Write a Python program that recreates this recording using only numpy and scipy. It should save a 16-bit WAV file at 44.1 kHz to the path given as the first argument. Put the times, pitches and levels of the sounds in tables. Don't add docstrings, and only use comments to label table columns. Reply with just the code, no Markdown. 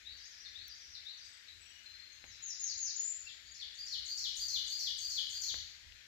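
import sys
import numpy as np
from scipy import signal
from scipy.fft import rfft, irfft, next_fast_len
from scipy.io import wavfile
from scipy.ndimage import uniform_filter1d

SR = 44100
rng = np.random.default_rng(int(sys.argv[2]) if len(sys.argv) > 2 else 0)


def log_audio(samples):
    frames = np.atleast_2d(samples).T
    limited = np.clip(frames, -1, 1)
    pcm = np.round(limited * 32767).astype(np.int16)
    wavfile.write(sys.argv[1], SR, pcm)


def nominal_scale(level):
    x = np.asarray(level, float) / 20
    return 10 ** x


N = 267907

# hz, left_db_per_hz, right_db_per_hz
BED = [(22, -116, -116), (41.7, -107, -97.5), (55.6, -89.5, -86), (79.2, -85, -92.5), (104, -104.5, -102.5),
       (142, -105, -106), (262, -107, -108), (643, -112, -115), (1045, -109, -117), (1648, -92, -117),
       (1830, -89, -115), (2800, -92.5, -112), (4100, -91, -102), (5500, -98, -105), (7630, -102, -113),
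       (8080, -116, -123), (10100, -119, -118), (13000, -119, -115), (15700, -120, -119),
       (15200, -150, -150)]
# hz, correlation (-1 to 1)
BED_LIKENESS = [(60, 1), (180, 0.15), (550, 0.65), (1650, 0.076), (4970, -0.16), (15000, 0.015)]
# middle_s, half_width_s, extra_db, left_over_right_db
GUSTS = [(.62, 0.089, 4, 7), (2.3, 0.12, 5, -2), (3.36, .08, -7, 5), (4.35, .12, 4.5, -3),
         (4.9, 0.049, 4, 3), (5.44, 0.15, 4.5, -23.5), (5.86, 0.15, 1, -11)]
RISE_DB_PER_S, LUMPS_DB, WANDER_DB, RUMBLE_LIKENESS = 0.9, 3, 4, 0.65
# after_start_s, pitch_hz, relative_level_db
FAR_PHRASE = [
    [(.015, 3370, -10), (.036, 3747, 3), (.065, 4266, 0), (.09, 4580, -4.5), (.108, 4430, -2)],
    [(.142, 6300, -2.5), (.16, 5370, -5), (.175, 4660, -0.5), (.2, 4814, -5.5), (.215, 5600, -6),
     (.23, 6830, 0)],
    [(.275, 6200, -7), (.295, 5500, 2), (.305, 4930, -0.5), (.33, 4950, -11), (.365, 5040, -2)],
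    [(.372, 5780, -2), (.395, 5750, -12), (.41, 4750, 2), (.433, 3680, -1), (.455, 3350, -16)],
]
# start_s, then gain_db of each of the four notes
FAR_REPEATS = [(0.03, -51, -51, -54, -50), (.53, -50, -49.5, -54, -50), (1.032, -50.5, -50.5, -69, -68)]
# start_s, end_s, pitch_hz, gain_db, left_over_right_db
WHISTLES = [(0.279, 0.772, 1725, -87.5, -23), (1.137, 1.258, 7630, -71, 9), (1.236, 1.38, 7980, -63.5, 4),
            (1.5, 1.656, 7625, -66, 4.5), (1.6, 1.712, 7855, -63.5, 6), (1.614, 1.8, 5700, -70.5, -1),
            (1.637, 1.762, 3200, -67.5, -3), (1.7, 1.835, 2916, -63.5, 1), (1.773, 1.796, 6080, -70, -2),
            (1.836, 1.962, 4880, -65.5, -8), (1.851, 1.98, 4140, -53, -1), (1.982, 2.085, 4184, -58.5, 5),
            (2.1, 2.174, 4270, -65, 1), (3.255, 3.308, 2705, -54, -3), (3.46, 3.59, 6760, -68, 6)]
THROB_PER_S, THROB_DEPTH = 24.54, 0.78
# middle_s, ring_hz, left_ring_peak_db, right_ring_peak_db, push_gain_db
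TAPS = [(.682, 13670, -62, -33.5, -84), (2.2416, 2260, -32.5, -72, -54), (5.543, 1880, -30.5, -62, -50.5),
        (5.923, 3150, -35.5, -71, -71)]
CYCLES_AT_1K, CYCLES_LAW = .5, 0.48
LONE_CHIP_S, LONE_CHIP_DB = 1.464, -60
# start_s, length_s, last_pitch_hz, gain_db, bend (more = holds the pitch longer)
SLURS = [(2.11, 0.035, 6087, -60.5, 1.2), (2.25, .118, 4750, -55.5, 1.5), (2.42, 0.13, 4600, -41, 2.06),
         (2.59, .138, 3914, -36.5, 2.7), (2.772, .14, 3804, -37, 3.0), (2.955, 0.16, 7380, -34, 2.32)]
SLUR_HZ, ACCENT_DB, ACCENT_S, ARCH_DB, FADE_DB = 6803, 6.5, 0.012, 2, -11
# after_start_s, pitch_hz, relative_level_db
CHIP = [
    [(.004, 4373, -3), (.014, 4100, 11.5), (.027, 3630, 4.5)],
]
# start_s, gain_db
CHIP_REPEATS = [(2.206, -67), (2.288, -64), (2.374, -63.5), (2.457, -65), (2.544, -62.5), (2.628, -60),
                (2.713, -65)]
# after_start_s, pitch_hz, relative_level_db
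NEAR_SYLLABLE = [
    [(.014, 9690, -14.5), (.02, 8100, -5.5), (.026, 7000, -5.5), (.036, 5873, -4.5)],
    [(.05, 4100, -9), (.058, 4534, 1), (.068, 4820, -3), (.1, 4700, -9), (.13, 4580, -44)],
    [(.129, 9207, -16.5), (.138, 7235, -7), (.147, 5700, -1), (.153, 4797, -4.5), (.161, 4280, -4.5),
     (.172, 4224, -4)],
    [(.186, 5158, -7.5), (.203, 4344, 0), (.222, 3500, -1), (.238, 2960, -2.5), (.25, 2800, -33)],
]
# start_s, effort_db
NEAR_REPEATS = [(3.068, -26.5), (3.399, -15.5), (3.723, -6), (4.032, -1), (4.34, 0.8), (4.649, 0.76),
                (4.957, 0.87), (5.276, 0.56)]
NEAR_FULL = [-33.5, -34, -32, -35]
NEAR_YIELD = [1.7, 0.96, 0.91, 0.5]
NEAR_OVERTONES = [-31, -27.5]
# hz, t60_s
WOOD_TAIL = [(1500, 0.28), (3000, 0.32), (5000, 0.91), (7500, 0.71), (14000, 0.092)]
# hz, left_db, right_db
MICROPHONES = [(1550, 23, -1), (2800, 0, -16), (3500, 4, -6.5), (4800, 1, -6.5), (5700, 0, -4),
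               (7000, 2, -9.5), (8530, -14.5, -23), (9900, 7, 11.5), (13200, -12, 2.5), (14200, -7, 5.5),
               (15600, -22, 1), (16000, -25, -29)]


def read(points, hz):
    f, *columns = np.transpose(points)
    return np.array([np.interp(np.log(hz + 1), np.log(f + 1), c) for c in columns])


def add(mix, s, sound):
    part = mix[..., round(s * SR):][..., :sound.shape[-1]]
    part += sound[..., :part.shape[-1]]


def drift(length, size):
    x = rng.standard_normal(length + 4 * size)
    x = uniform_filter1d(uniform_filter1d(x, size), size)[size:size + length]
    return x * np.sqrt(1.5 * size)


def beak(hz, centre_hz=13700, width_hz=2200):
    return np.exp(-((hz - centre_hz) / width_hz) ** 2)


def note(mix, start, rows, gain_db=0, overtones_db=(), flutter_db=3.0, flutter_s=0.0035):
    s, hz, db = np.transpose(rows)
    t = np.arange(s[0], s[-1], 1 / SR)
    pitch_hz = np.interp(t, s, hz)
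    phase = 2 * np.pi * (np.cumsum(uniform_filter1d(pitch_hz, 90)) / SR + rng.random())
    wave = np.sin(phase)
    strain_db = 1.29 * (gain_db + 37.5)
    for harmonic, db_over_note in enumerate(overtones_db, 2):
        wave += nominal_scale(db_over_note + strain_db) * np.sin(harmonic * phase) * beak(harmonic * pitch_hz)
    flutter = flutter_db * drift(len(t), size=round(flutter_s * SR))
    level = nominal_scale(np.interp(t, s, db) + gain_db + flutter)
    edges = np.minimum(np.minimum(t - s[0], s[-1] - t) / 0.0023, 1) ** 2
    add(mix, start + s[0], np.sqrt(2) * wave * level * edges)


def song(template, rows, **voice):
    mix = np.zeros(N)
    for s, *gains_db in rows:
        for points, db in zip(template, gains_db):
            note(mix, s, points, db, **voice)
    return mix


def forest(x, direct_db, early_db, early_t60, late_db, rise, blur, right_lag=0):
    hz, t, z = signal.stft(rng.standard_normal((2, 3, 2, SR + SR // 2)), SR, nperseg=128)
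    z[0] *= nominal_scale(-60 * t / early_t60)
    z[1] *= nominal_scale(-60 * t / read(WOOD_TAIL, hz)[0][:, None])
    tails = signal.istft(z, SR, nperseg=128)[1][..., :SR]
    t = np.arange(SR) / SR
    tails *= 1 - np.exp(-t / rise)
    twigs = rng.standard_normal((2, SR)) * (rng.random((2, SR)) < .05) * nominal_scale(-60 * t / blur)
    twigs[:, 0] = 1.0
    first, early, late = (p / np.linalg.norm(p, axis=-1, keepdims=True) for p in (twigs, *tails))
    turn = np.pi * (1.116 * np.arange(N) / SR + np.arange(3)[:, None, None] / 3)
    both = x * np.ones((2, 1))
    scatter = nominal_scale(early_db) * early + nominal_scale(late_db) * late
    heard = signal.fftconvolve(np.sqrt(2 / 3) * np.cos(turn) * both, scatter, axes=2).sum(0)
    heard += signal.fftconvolve(both, nominal_scale(direct_db).reshape(2, 1) * first, axes=1)
    heard[1] = np.roll(heard[1], round(right_lag * SR))
    return heard[:, :N]


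def leaves_and_rumble():
    frames, hz = N // 512 + 5, np.fft.rfftfreq(2048, 1 / SR)
    a, b, c, d, patches = rng.standard_normal((frames, 1025, 5)).T
    patches = uniform_filter1d(uniform_filter1d(patches, 20, 0), 8, 1)
    t = np.arange(-2, frames - 2) * 512 / SR
    s, half, gust_db, side_db = np.transpose(GUSTS)
    gusts = np.exp(-((t[:, None] - s) / half) ** 2)
    level_db = RISE_DB_PER_S * (t - t.mean()) + LUMPS_DB * drift(frames, size=8) + gusts @ gust_db
    pan_db = WANDER_DB * drift(frames, size=12) + gusts @ side_db
    low = 1 / (1 + (hz[:, None] / 130) ** 4)
    same = np.clip((1 - low) * read(BED_LIKENESS, hz).T + low * RUMBLE_LIKENESS, -1, 1)
    left = a + 1j * b
    right = same * left + np.sqrt(1 - same ** 2) * (c + 1j * d)
    rumble_db = level_db + np.array([pan_db / 2, -pan_db / 2])[:, None]
    bed_db = read(BED, hz)[:, :, None] + 1.4 * patches / patches.std() + low * rumble_db
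    z = np.array([left, right]) * nominal_scale(bed_db)
    x = signal.istft(z, nperseg=2048, noverlap=1536)[1][:, :N]
    return x * np.sqrt(SR / 2048 * 3 / 2)


def far_warbler():
    return forest(song(FAR_PHRASE, FAR_REPEATS), [-5, -11], [[-3], [-3]], 0.61, [[-5], [-4]], 0.0012,
                  blur=0.0096, right_lag=.008)


def whistles():
    thin = np.zeros((2, N))
    for start, end, hz, db, pan_db in WHISTLES:
        one = np.zeros(N)
        note(one, 0, [(start, hz, db), (end, hz, db)], flutter_s=0.0054)
        throb = np.cos(2 * np.pi * THROB_PER_S * (np.arange(N) / SR - start))
        one *= 1 - THROB_DEPTH * np.tanh(1.76 * throb)
        thin += one * nominal_scale([[pan_db / 2], [-pan_db / 2]])
    return forest(thin, [-1.5, -1.5], [[-7], [-7]], 0.3, [[-11], [-11]], 0.0043, blur=0.0095)


def taps():
    mix, t = np.zeros((2, N)), np.arange(-200, 3000) / SR
    for s, hz, left_db, right_db, push_db in TAPS:
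        cycles = CYCLES_AT_1K * (hz / 1000) ** CYCLES_LAW
        ring = np.cos(2 * np.pi * hz * t) * np.exp(-(t * hz / cycles) ** 2)
        push = np.exp(-(t / 0.00036) ** 2)
        push -= 1.1 * np.exp(-((t - .0008) / 0.00014) ** 2)
        push += 0.24 * np.exp(-(t / 0.0014) ** 2)
        noise = uniform_filter1d(rng.standard_normal((2, len(t))), 14)
        rattle = nominal_scale(0.5 - 60 * abs(t) / 0.27) * noise * (t > 0)
        add(mix, s + t[0], nominal_scale([[left_db], [right_db]]) * ring + nominal_scale(push_db) * (push + rattle))
    return mix


def slur(mix, start, length, last_hz, db, bend):
    u = np.linspace(0, 1, 40)
    accent_db = ACCENT_DB * np.exp(-u * length / ACCENT_S)
    arch_db = -ARCH_DB * np.cos(np.pi * u ** 1.2) ** 2
    level_db = db + accent_db + arch_db + FADE_DB * u ** 6
    hz = SLUR_HZ + (last_hz - SLUR_HZ) * np.sin(np.pi / 2 * u ** bend)
    note(mix, start, np.transpose([u * length, hz, level_db]))


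def lone_chip_and_second_bird():
    calls = np.zeros(N)
    for row in SLURS:
        slur(calls, *row)
    note(calls, LONE_CHIP_S, CHIP[0], LONE_CHIP_DB)
    return forest(calls, [-7, -10], [[-4], [-5]], 0.4, [[-7], [-7]], 0.0032, blur=0.021)


def third_bird():
    return forest(song(CHIP, CHIP_REPEATS), [-11, -7], [[-5], [-6]], 0.64, [[-6], [-7]], 0.025, blur=0.021)


def near_warbler():
    full_db, yield_db = np.array(NEAR_FULL), np.array(NEAR_YIELD)
    sung = [(s, *(full_db + effort_db * yield_db)) for s, effort_db in NEAR_REPEATS]
    return forest(song(NEAR_SYLLABLE, sung, overtones_db=NEAR_OVERTONES), [-7, -6], [[-4], [-4]], 0.7,
                  [[-6], [-5]], 0.011, blur=0.045)


def microphones(heard):
    size = next_fast_len(N)
    response = nominal_scale(read(MICROPHONES, np.fft.rfftfreq(size, 1 / SR)))
    return irfft(rfft(heard, size) * response, size)[:, :N]


def scene():
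    birds = far_warbler() + whistles() + lone_chip_and_second_bird() + third_bird() + near_warbler()
    return leaves_and_rumble() + taps() + microphones(birds)


def top_cut(x):
    return signal.sosfilt(signal.butter(12, 16480, fs=SR, output="sos"), x)


def record(dry):
    return top_cut(dry)


dry = scene()
out = record(dry)
log_audio(out)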